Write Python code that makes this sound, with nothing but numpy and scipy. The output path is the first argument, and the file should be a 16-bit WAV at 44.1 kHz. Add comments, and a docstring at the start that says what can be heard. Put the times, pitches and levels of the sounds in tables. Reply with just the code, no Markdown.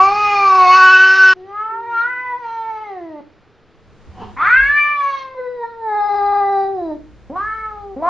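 """A cat yowls indoors, hard and close enough to overload the microphone, and stops dead along with its room.
Then two cats on plastic chairs trade a long arched moan, a huff, a screech that sinks into a yowl, and two
short meows, while paws bump a chair in a tiled room that answers briefly. Voices are fold harmonics shaped by
mouth and throat resonances, with hissing air; the huff is shaped noise, and bumps are low swells.
Rumble and a faint wash lie beneath, with a hum near the end."""
import sys
import numpy as np
from scipy import signal
from scipy.fft import rfft, irfft, next_fast_len
from scipy.io import wavfile

SR = 44100
rng = np.random.default_rng(int(sys.argv[2]) if len(sys.argv) > 2 else 0)


def wav_out(sig):
    """Save sig, one row per channel (or a flat mono array), as 16-bit PCM at SR to the path in sys.argv[1]."""
    wavfile.write(sys.argv[1], SR, np.round(np.clip(np.atleast_2d(sig).T, -1, 1) * 32767).astype(np.int16))


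N = 356769
TIME = np.arange(N) / SR  # s
MIC_EDGE_HZ = 7300  # edge of the microphone's main band; harmonics stop just above it


def amp(db):
    """Amplitude gain of a level in dB."""
    return 10 ** (np.asarray(db) / 20)


def evened(x):
    """The signal scaled to rms 1."""
    return x / np.sqrt(np.mean(abs(x) ** 2) + 1e-20)


def read(points, hz):
    """Value of a (frequency, value) curve at hz, on a log frequency axis."""
    f, value = np.transpose(points)
    return np.interp(np.log(hz + 1), np.log(f + 1), value)


def follow(rows, t):
    """Every column of a curve at the times t."""
    s, *columns = np.transpose(rows)
    return [np.interp(t, s, c) for c in columns]


def add(mix, s, sound):
    """Add a sound to the mix in place, starting at s seconds."""
    part = mix[max(round(s * SR), 0):][:len(sound)]
    part += sound[:len(part)]


def noise(colour, size):
    """Noise of rms about 1 with the given spectrum in dB."""
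    n = next_fast_len(size)
    spectrum = rfft(rng.standard_normal(n)) * amp(read(colour, np.fft.rfftfreq(n, 1 / SR)))
    return evened(irfft(spectrum, n)[:size])


def waver(rate_hz, size):
    """Complex chance of rms about 1 that moves up to about rate_hz."""
    step = 16  # samples between random points
    n = next_fast_len(size // step + 2)
    z = rng.standard_normal((n, 2)) @ [1, 1j]
    z = np.fft.ifft(z / (1 + (np.fft.fftfreq(n, step / SR) / rate_hz) ** 2) ** 1.5)
    return np.interp(np.arange(size) / step, np.arange(n), evened(z))


def resonance(hz, centre_hz, width_hz):
    """Complex gain of three equal resonances in a row, 1 at the centre; width_hz is that of one alone."""
    return 1 / (1 + 2j * (hz - centre_hz) / width_hz) ** 3


def low_pass(x, edge_hz, size):
    """Linear-phase low-pass filter along each channel."""
    taps = signal.firwin(size, edge_hz, window=("kaiser", 7), fs=SR)
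    return signal.oaconvolve(x, taps[None], "same")


def unsteady(number, hz, rough, flutter_hz):
    """Chance gain of one harmonic: rough folds flutter and turn hoarse, and high partials drift in strength."""
    drift = np.minimum((hz / 3200) ** 2, 1.2)
    parts = [(rough * np.sqrt(number / 5), flutter_hz), (.5 * rough, 280), (drift, 16)]  # (depth, rate Hz)
    shake = 1 + sum(depth * waver(rate, len(hz)) for depth, rate in parts)
    return shake / np.sqrt(1 + sum(depth ** 2 for depth, rate in parts))


# opening the mouth (octaves of jaw resonance above rest) takes sound from the nose,
# which follows the call's level only by a small share
JAW_REST_HZ, NASAL_DB_PER_OCTAVE, NASAL_SHARE = 1003, -14, .2
SETTLE_S = .14  # the extra roughness at the onset has halved by then


def cat(controls, throat, air, nasal_db, tongue_hz, tongue_lift_hz, tongue_width_hz, rough, onset_rough,
        air_db, ring_db, rasp_db, jitter, flutter_hz, lips_hz, jaw_width_hz=445, fade_s=0.0032):
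    """Harmonics of the vocal folds pass two moving mouth resonances and the fixed upper throat; air hisses along."""
    t, pitch, level_db, jaw_hz, tongue_db, treble_db = controls
    opening = np.log2(jaw_hz / JAW_REST_HZ)
    nasal_gain = amp(nasal_db + NASAL_SHARE * level_db + NASAL_DB_PER_OCTAVE * opening)
    tongue_gain = amp(tongue_db)
    tongue_hz = tongue_hz + tongue_lift_hz * opening  # rises as the jaw opens

    rough = np.clip(rough + onset_rough / (1 + ((t - t[0]) / SETTLE_S) ** 7), 0, 1)
    pitch = pitch * (1 + jitter * (rough + 0.095) * waver(flutter_hz, len(t)).real)
    cycle = np.exp(2j * np.pi * np.cumsum(pitch) / SR)

    grid = np.arange(0, SR / 2, 10)  # Hz
    upper = np.sqrt(sum(abs(amp(db) * resonance(grid, f, w)) ** 2 for f, w, db in throat))
    lips = 1 / np.sqrt(1 + (grid / lips_hz) ** 20)

    mouth, mouth_power, ring, ring_power = 0, 1e-12, 0, 1e-12
    partial = cycle  # the fundamental itself leaves through the nose only
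    for k in np.arange(2, int(MIC_EDGE_HZ / np.median(pitch)) + 3):
        hz, partial = k * pitch, partial * cycle
        shaken = partial * unsteady(k, hz, rough, flutter_hz)
        jaw = resonance(hz, jaw_hz, jaw_width_hz)
        tongue = resonance(hz, tongue_hz, tongue_width_hz)
        shaken = (shaken * jaw * tongue / abs(jaw * tongue)).real  # phase of both resonances
        mouth_gain = np.hypot(abs(jaw), tongue_gain * abs(tongue)) * np.interp(hz, grid, lips)
        mouth = mouth + mouth_gain * shaken
        mouth_power = mouth_power + mouth_gain ** 2 / 2
        ring_gain = np.interp(hz, grid, upper)
        ring = ring + ring_gain * shaken
        ring_power = ring_power + ring_gain ** 2 / 2

    rasp = noise(np.c_[grid, 20 * np.log10(upper)], len(t))  # turbulence rings the upper throat too
    hiss = amp(air_db) * noise(air, len(t)) + amp(rasp_db) * rasp
    hiss = hiss * (1 + 0.35 * cycle.real)  # one puff each cycle
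    voice = nasal_gain * cycle.real + amp(level_db) * mouth / np.sqrt(mouth_power)
    voice = voice + amp(treble_db) * (amp(ring_db) * ring / np.sqrt(ring_power) + hiss)
    out = np.zeros(N)
    add(out, t[0], voice * np.clip(np.minimum(t - t[0], t[-1] - t) / fade_s, 0, 1))
    return out


def long_call(rows):
    """Times, pitch, level, mouth resonances and treble of a drawn-out call."""
    t = np.arange(rows[0][0], rows[-1][0], 1 / SR)
    return t, *follow(rows, t)


def closed_mouth(rows, jitter):
    """A cat's voice through the nose: an unsteady fundamental alone."""
    hz, db = follow(rows, TIME)
    turns = np.cumsum(hz * (1 + jitter * waver(40, N).real)) / SR
    return amp(db) * np.sin(2 * np.pi * turns) * (TIME > rows[0][0]) * (TIME < rows[-1][0])


# Path of the close yowl; all long calls share these columns: t/s, pitch f/Hz, mouth level/dB, jaw resonance f/Hz,
# tongue resonance level/dB against the jaw's, treble level/dB before each call's ring, air and rasp levels
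YOWL = [(0.0, 380, -5, 1040, -19.5, -35.5), (0.101, 397.6, -14.5, 1000, -23.5, -40.0),
        (0.142, 409, -17.5, 1000, -22, -40.5), (0.194, 418.3, -16.5, 1080, -11.5, -38),
        (0.357, 405.3, -13.5, 1020, -13, -36.5), (0.515, 381, -8.5, 1110, -25, -37.5),
        (0.668, 365, -9, 950, -17.5, -33.5), (0.734, 369.7, -4.5, 1090, -12, -29),
        (0.774, 371.9, -5.5, 1250, -26, -30), (0.95, 374.9, -8, 1370, -13.5, -32),
        (1.16, 380.8, -9, 1440, -25.5, -30.0), (1.335, 374.9, -7.5, 1408, -12.5, -31.5)]
# Upper resonances of a throat: f/Hz, width of one stage f/Hz, level/dB
YOWL_THROAT = [(3670, 350, -7), (4140, 150, -6.5), (4380, 230, 0.5), (4970, 550, -8.5), (5302, 150, 3),
               (6000, 820, -12.5), (6750, 1200, -15.5)]
# Air rushing through the folds: f/Hz, relative level/dB per Hz
YOWL_AIR = [(150, -12.5), (500, -5), (1000, 1.5), (1500, 7), (2000, 5.5), (2800, 7), (3400, -9.5),
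            (4400, 2.5), (5200, -3.5), (6000, -3.5), (6900, -16.5), (7700, -22.5)]


def close_yowl():
    """The loud opening yowl, close to the microphone: fold harmonics through a moving mouth, with hiss."""
    return cat(long_call(YOWL), YOWL_THROAT, YOWL_AIR, nasal_db=-23.5,
               tongue_hz=2352, tongue_lift_hz=860, tongue_width_hz=575, rough=0.089, onset_rough=.03,
               air_db=0.5, ring_db=-4.5, rasp_db=-10.5, jitter=.03, flutter_hz=61, lips_hz=3370, jaw_width_hz=411)


# Spectrum of the low rumble: f/Hz, relative level/dB
RUMBLE = [(15, -2), (30, -9), (55, -5), (100, -1.5), (150, -8.5), (220, -9.5), (400, -40.5)]
# Spectrum of the faint wash: f/Hz, relative level/dB
WASH = [(71, -35), (120, -11), (251, -7.5), (457, -2), (533, -7.5), (591, -8.5), (907, -12.5),
        (1130, -12.5), (1320, -12), (4950, -28), (7220, -43.5), (9390, -79), (15900, -120)]
# Broad swells: centre t/s, time to 1/e of the gain t/s, rumble level/dB, wash level/dB
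SWELLS = [(0.101, .7, -51.5, -46), (4.35, 0.44, -50.5, -49.5), (7.4, 1.5, -57, -62)]
RUMBLE_DB, WASH_DB = -65.5, -53.5  # steady part; the rumble's is for the share common to both channels
HUM_HZ, HUM_DB, HUM_FROM_S, HUM_RISE_S = 54.6, -44, 6.75, 0.31  # level is the mean peak


def background():
    """Low rumble and a faint wash of shaped noise that swell now and then, and a hum near the end."""
    power = amp([[RUMBLE_DB], [WASH_DB]]) ** 2
    for s, half, rumble_db, wash_db in SWELLS:
        power = power + (amp([[rumble_db], [wash_db]]) * np.exp(-((TIME - s) / half) ** 2)) ** 2
    rumble_gain, wash_gain = np.sqrt(power)
    # mostly independent at left and right
    rumble = noise(RUMBLE, N) + 2.7 * np.array([noise(RUMBLE, N), noise(RUMBLE, N)])
    hum = np.sin(2 * np.pi * HUM_HZ * TIME) * (1 + .25 * waver(4, N).real)
    hum = hum * np.clip((TIME - HUM_FROM_S) / HUM_RISE_S, 0, 1)
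    return rumble_gain * rumble + wash_gain * noise(WASH, N) + amp(HUM_DB) * hum


# Soft bumps on seat and bedding: centre t/s, level/dB before the lift and channel gains, f/Hz, half length t/s
BUMPS = [(0.697, -47, 40.28, 0.23), (4.094, -38.5, 75.88, 0.059), (4.22, -45.5, 100, 0.16),
         (4.637, -34.5, 46.4, 0.19), (6.284, -50.5, 53, 0.35)]


def bumps():
    """Soft weight on a seat: a shaky low tone that swells with no click, stronger at the right."""
    out = np.zeros(N)
    for s, db, hz, half in BUMPS:
        size = int(2 * half * SR)
        shake = evened(1 + 0.68 * waver(25, size))
        tone = (shake * np.exp(2j * np.pi * hz * TIME[:size])).real
        lift_db = 5.5  # about what the swell takes away
        add(out, s - half, amp(db + lift_db) * signal.windows.hann(size) ** 2 * tone)
    return out * amp([[-4], [2]])


# Path of the arched moan: t/s, pitch f/Hz, level/dB, jaw f/Hz, tongue level/dB, treble level/dB
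MOAN = [(1.34, 368.1, -73, 1240, -15.5, -70.5), (1.366, 368.5, -50.5, 660, -15.0, -66.5),
        (1.435, 377, -49, 699, -10.5, -71), (1.594, 424.9, -21.5, 1273, -35, -61.5),
        (1.744, 453.7, -25.5, 1168, -28, -73.5), (1.864, 467.6, -29.0, 854, -7.5, -67.5),
        (1.994, 460.8, -14.0, 1394, -20.0, -49.5), (2.096, 495.3, -24.0, 1320, -5.0, -62),
        (2.243, 504, -27.5, 1220, -5.5, -61), (2.343, 488, -20.5, 930, -10, -63.5),
        (2.389, 501.6, -37, 1060, -12, -66), (2.45, 463.9, -26.5, 1010, -11.5, -55.5),
        (2.843, 430.6, -28.5, 925, -12.5, -60.5), (3.006, 346.3, -35, 559, -15.5, -66.5),
        (3.21, 283.3, -37.0, 691, -18.5, -71)]
# Throat of the moan and the meows: f/Hz, width of one stage f/Hz, level/dB
MOAN_THROAT = [(2950, 1400, -5), (3780, 190, -5.5), (4114, 120, 0), (4800, 190, -10.5), (6040, 650, -15.5)]
# Air of all the calls after the first: f/Hz, relative level/dB per Hz
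SOFT_AIR = [(200, -19), (800, 6), (1600, 4.5), (2600, 2), (3300, -7), (4200, -5.5), (5300, -10.5),
            (6400, -14), (7300, -25.5)]


def moan():
    """A long moan whose fold harmonics rise and sink in pitch."""
    return cat(long_call(MOAN), MOAN_THROAT, SOFT_AIR, nasal_db=-34.5,
               tongue_hz=2010, tongue_lift_hz=170, tongue_width_hz=370, rough=.11, onset_rough=.02,
               air_db=1.5, ring_db=-2.0, rasp_db=-19.5, jitter=0.032, flutter_hz=35, lips_hz=2940, jaw_width_hz=607)


# The other cat's moan underneath: t/s, pitch f/Hz, peak level/dB
UNDERTONE = [(1.62, 415, -62), (1.73, 403, -39), (2.03, 357, -44.5), (2.14, 329, -52.5), (2.42, 313, -62)]


def undertone():
    """The other cat moans underneath with its mouth shut, so only the fundamental gets out."""
    return closed_mouth(UNDERTONE, jitter=0.011)


# Spectrum of the spat air: f/Hz, relative level/dB
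HUFF_COLOUR = [(88, -51), (150, -26.5), (188, -1), (306, -12.5), (459, -6), (567, -23), (666, -23.5),
               (734, 3), (796, -6), (999, -3.5), (1380, -18.5), (2360, -32), (3060, -22), (3480, -34.5),
               (7220, -49.5), (9390, -82), (15900, -120)]
# Grunt under the huff: t/s, pitch f/Hz, peak level/dB
GRUNT = [(4.1, 187.5, -49), (4.22, 195.7, -41.5), (4.3, 209, -44.5), (4.37, 223, -57)]
HUFF_AT_S, HUFF_DB, HUFF_RISE_DB_PER_S, HUFF_FALL_DB_PER_S = 4.22, -29.5, 299.5, 189.5


def huff():
    """A cat spits a puff of air, shaped noise, over a low grunt."""
    t = TIME - HUFF_AT_S
    level_db = HUFF_DB + np.minimum(HUFF_RISE_DB_PER_S * t, -HUFF_FALL_DB_PER_S * t)
    return amp(level_db) * noise(HUFF_COLOUR, N) + closed_mouth(GRUNT, jitter=0.015)


# Path of the screech: t/s, pitch f/Hz, level/dB, jaw f/Hz, tongue level/dB, treble level/dB
SCREECH = [(4.365, 233, -31, 1120, -11, -66.5), (4.417, 323, -15.5, 1265, -17, -47),
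           (4.516, 485, -9.5, 1540, -14.5, -43), (4.572, 527.2, -8.5, 1665, -9, -45.5),
           (4.726, 581.8, -17, 1546, -17, -47), (4.79, 587.3, -13.5, 1538, -9.5, -43.5),
           (4.935, 588, -19.5, 1373, -11, -49), (5.063, 559.3, -17, 953, -16, -45.5),
           (5.197, 537, -29.5, 900, -15, -44), (5.345, 520, -39, 743, -20, -67.5)]
# Its throat: f/Hz, width of one stage f/Hz, level/dB
SCREECH_THROAT = [(3530, 770, 2), (4370, 490, -1.5), (4700, 300, -11.5), (5230, 470, -14),
                  (6100, 610, -10.5), (6700, 350, -40)]


def screech():
    """A screech whose folds start very rough and soon settle."""
    return cat(long_call(SCREECH), SCREECH_THROAT, SOFT_AIR, nasal_db=-36.0,
               tongue_hz=1930, tongue_lift_hz=326, tongue_width_hz=780, rough=.04, onset_rough=0.83,
               air_db=-2, ring_db=-3.5, rasp_db=-14, jitter=.039, flutter_hz=70, lips_hz=3240)


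# Path of the yowl after the screech: t/s, pitch f/Hz, level/dB, jaw f/Hz, tongue level/dB, treble level/dB
WAIL = [(5.345, 526.7, -39, 1160, -5, -63), (5.394, 507.0, -34.5, 510, -15, -62.5),
        (5.557, 489, -45, 660, -15, -70), (5.639, 461.3, -22, 930, -9, -60),
        (5.71, 467.2, -44, 1185, -10.5, -67), (5.802, 455.3, -34.5, 920, -21, -70),
        (5.927, 420, -13.5, 860, -15.5, -56), (6.167, 406.7, -17, 915, -18, -47.5),
        (6.367, 405.2, -15, 960, -18.5, -51.5), (6.628, 391.6, -17.5, 770, -19.0, -52),
        (6.728, 388.6, -27.5, 681, -31.5, -65.5), (6.92, 302.5, -27.0, 683, -30, -60),
        (6.97, 294, -52, 647, -23, -71.5)]
# Its throat: f/Hz, width of one stage f/Hz, level/dB
WAIL_THROAT = [(3790, 410, -6.5), (3960, 510, -1.5), (4860, 330, -7), (5370, 130, -10), (5570, 300, -14.5)]


def sinking_yowl():
    """The yowl into which the screech sinks, its fold harmonics falling in pitch."""
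    return cat(long_call(WAIL), WAIL_THROAT, SOFT_AIR, nasal_db=-25.5,
               tongue_hz=1797, tongue_lift_hz=70, tongue_width_hz=454, rough=.045, onset_rough=0.027,
               air_db=-7, ring_db=-5.5, rasp_db=-9.5, jitter=0.065, flutter_hz=50, lips_hz=2560, jaw_width_hz=436)


# a meow's pitch climbs from low towards a goal, against a steady sag that wins if the meow lasts long enough
MEOW_LOW_HZ, MEOW_GOAL_HZ, MEOW_SAG_HZ_PER_S = 249.2, 512.2, 195
# a mouth that has time for it is widest after two rise times, then closes slowly
MEOW_SHUT_HZ, MEOW_OPEN_HZ, MEOW_GAPE_POWER = 512, 1504, 1.76
# it starts as a dull mutter and catches suddenly; the fade, growing with time squared, works against the swell
MUTTER_DB, MUTTER_TREBLE_DB, CATCH_S, CATCH_RISE_S, MEOW_FADE_DB_PER_S2 = -31.5, -74.5, 0.059, 0.0028, 51
# its tongue resonance is strongest at a set time after the start, if the meow lasts that long;
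# the half length is the time to 1/e of the rise in dB
TONGUE_SHUT_DB, TONGUE_OPEN_DB, TONGUE_AT_S, TONGUE_HALF_S = -35, -1, 0.31, 0.095


def meow(start, length, rise, caught_db, swell_db_per_s, treble_db):
    """The controls of a short meow: pitch and mouth shoot up, and sink again if it lasts long enough."""
    t = np.arange(0, length, 1 / SR)
    pitch = MEOW_GOAL_HZ - (MEOW_GOAL_HZ - MEOW_LOW_HZ) * np.exp(-t / rise) - MEOW_SAG_HZ_PER_S * t
    gape = (t / (2 * rise) * np.exp(1 - t / (2 * rise))) ** MEOW_GAPE_POWER
    jaw_hz = MEOW_SHUT_HZ + (MEOW_OPEN_HZ - MEOW_SHUT_HZ) * gape
    tongue_out = np.exp(-((t - TONGUE_AT_S) / TONGUE_HALF_S) ** 2)
    tongue_db = TONGUE_SHUT_DB + (TONGUE_OPEN_DB - TONGUE_SHUT_DB) * tongue_out
    since = t - CATCH_S
    caught = np.clip(since / CATCH_RISE_S, 0, 1)
    swell_db = swell_db_per_s * since - MEOW_FADE_DB_PER_S2 * since ** 2
    level_db = (1 - caught) * MUTTER_DB + caught * (caught_db + swell_db)
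    treble_db = (1 - caught) * MUTTER_TREBLE_DB + caught * (treble_db + swell_db)
    return start + t, pitch, level_db, jaw_hz, tongue_db, treble_db


# Short meows: start t/s, length t/s, rise t/s, level/dB once the voice catches, swell level/dB per s,
# treble level/dB before ring, air and rasp levels
MEOWS = [(7.297, .655, .104, -23, -0.5, -58), (7.962, .13, .17, -19.5, 138, -60.5)]


def meows():
    """Two short meows, each a mutter until the folds catch."""
    return sum(cat(meow(*row), MOAN_THROAT, SOFT_AIR, nasal_db=-33,
                   tongue_hz=1887, tongue_lift_hz=60, tongue_width_hz=560, rough=0.11, onset_rough=.22,
                   air_db=3, ring_db=-6.5, rasp_db=-19.5, jitter=0.027, flutter_hz=45.4, lips_hz=2400,
                   jaw_width_hz=545) for row in MEOWS)


# How long the room rings: f/Hz, time to fall by 60 dB t/s
ROOM = [(200, 0.5), (800, 0.31), (2500, 0.39), (7000, 0.045)]
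# The tiles throw back mostly treble: f/Hz, level/dB
WALLS = [(300, -13), (1500, -15), (2500, -10), (4000, -2)]


def room(x, side_db):
    """Sparse reflections, each band dying at its own speed; the two ports hear nearly the same."""
    size, step = SR // 2, 20  # samples; one reflection per step
    taps = np.zeros((2, size))
    at = np.arange(SR // 250, size - step, step)  # first reflections from 4 ms
    at = at + rng.integers(0, step, (2, len(at)))
    np.put_along_axis(taps, at, rng.choice([-1., 1.], at.shape), 1)
    hz, t, z = signal.stft(taps, SR, nperseg=256)
    decay = amp(-60 * t / read(ROOM, hz)[:, None])
    tail = signal.istft(z * decay, SR, nperseg=256)[1]
    tail = tail / np.linalg.norm(tail[0])
    walls = amp(read(WALLS, np.fft.rfftfreq(tail.shape[1], 1 / SR)))
    mid = signal.fftconvolve(x, irfft(rfft(tail[0]) * walls))[:N]
    side = signal.fftconvolve(x, tail[1])[:N]
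    return x + mid + amp(side_db) * np.array([side, -side])


CUT_S = 1.337  # the first yowl starts its very short fade-out here


def scene():
    """The first yowl stops dead with its room; the other calls share the tiled corner."""
    before_cut = np.clip((CUT_S - TIME) / 0.0022 + 1, 0, 1)
    first = room(close_yowl(), side_db=-61.5) * before_cut
    calls = moan() + undertone() + huff() + screech() + sinking_yowl() + meows()
    return first + room(calls, side_db=-18.5) + bumps() + background()


SHELF_EDGE_HZ, EDGE_HZ = 9700, 15700  # ends of the weak shelf and of the whole band


def record(dry):
    """The microphone input saturates; a narrow band with a weak shelf, a hard stop at full scale, a band limit."""
    squashed = dry / (1 + (dry / 1.1) ** 8) ** (1 / 8)
    shelf = .25  # share of the wider band
    main_band = low_pass(squashed, MIC_EDGE_HZ, size=151)
    shelf_band = low_pass(squashed, SHELF_EDGE_HZ, size=101)
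    narrow = (1 - shelf) * main_band + shelf * shelf_band
    return low_pass(np.clip(narrow, -1, 1), EDGE_HZ, size=255)


dry = scene()
out = record(dry)
wav_out(out)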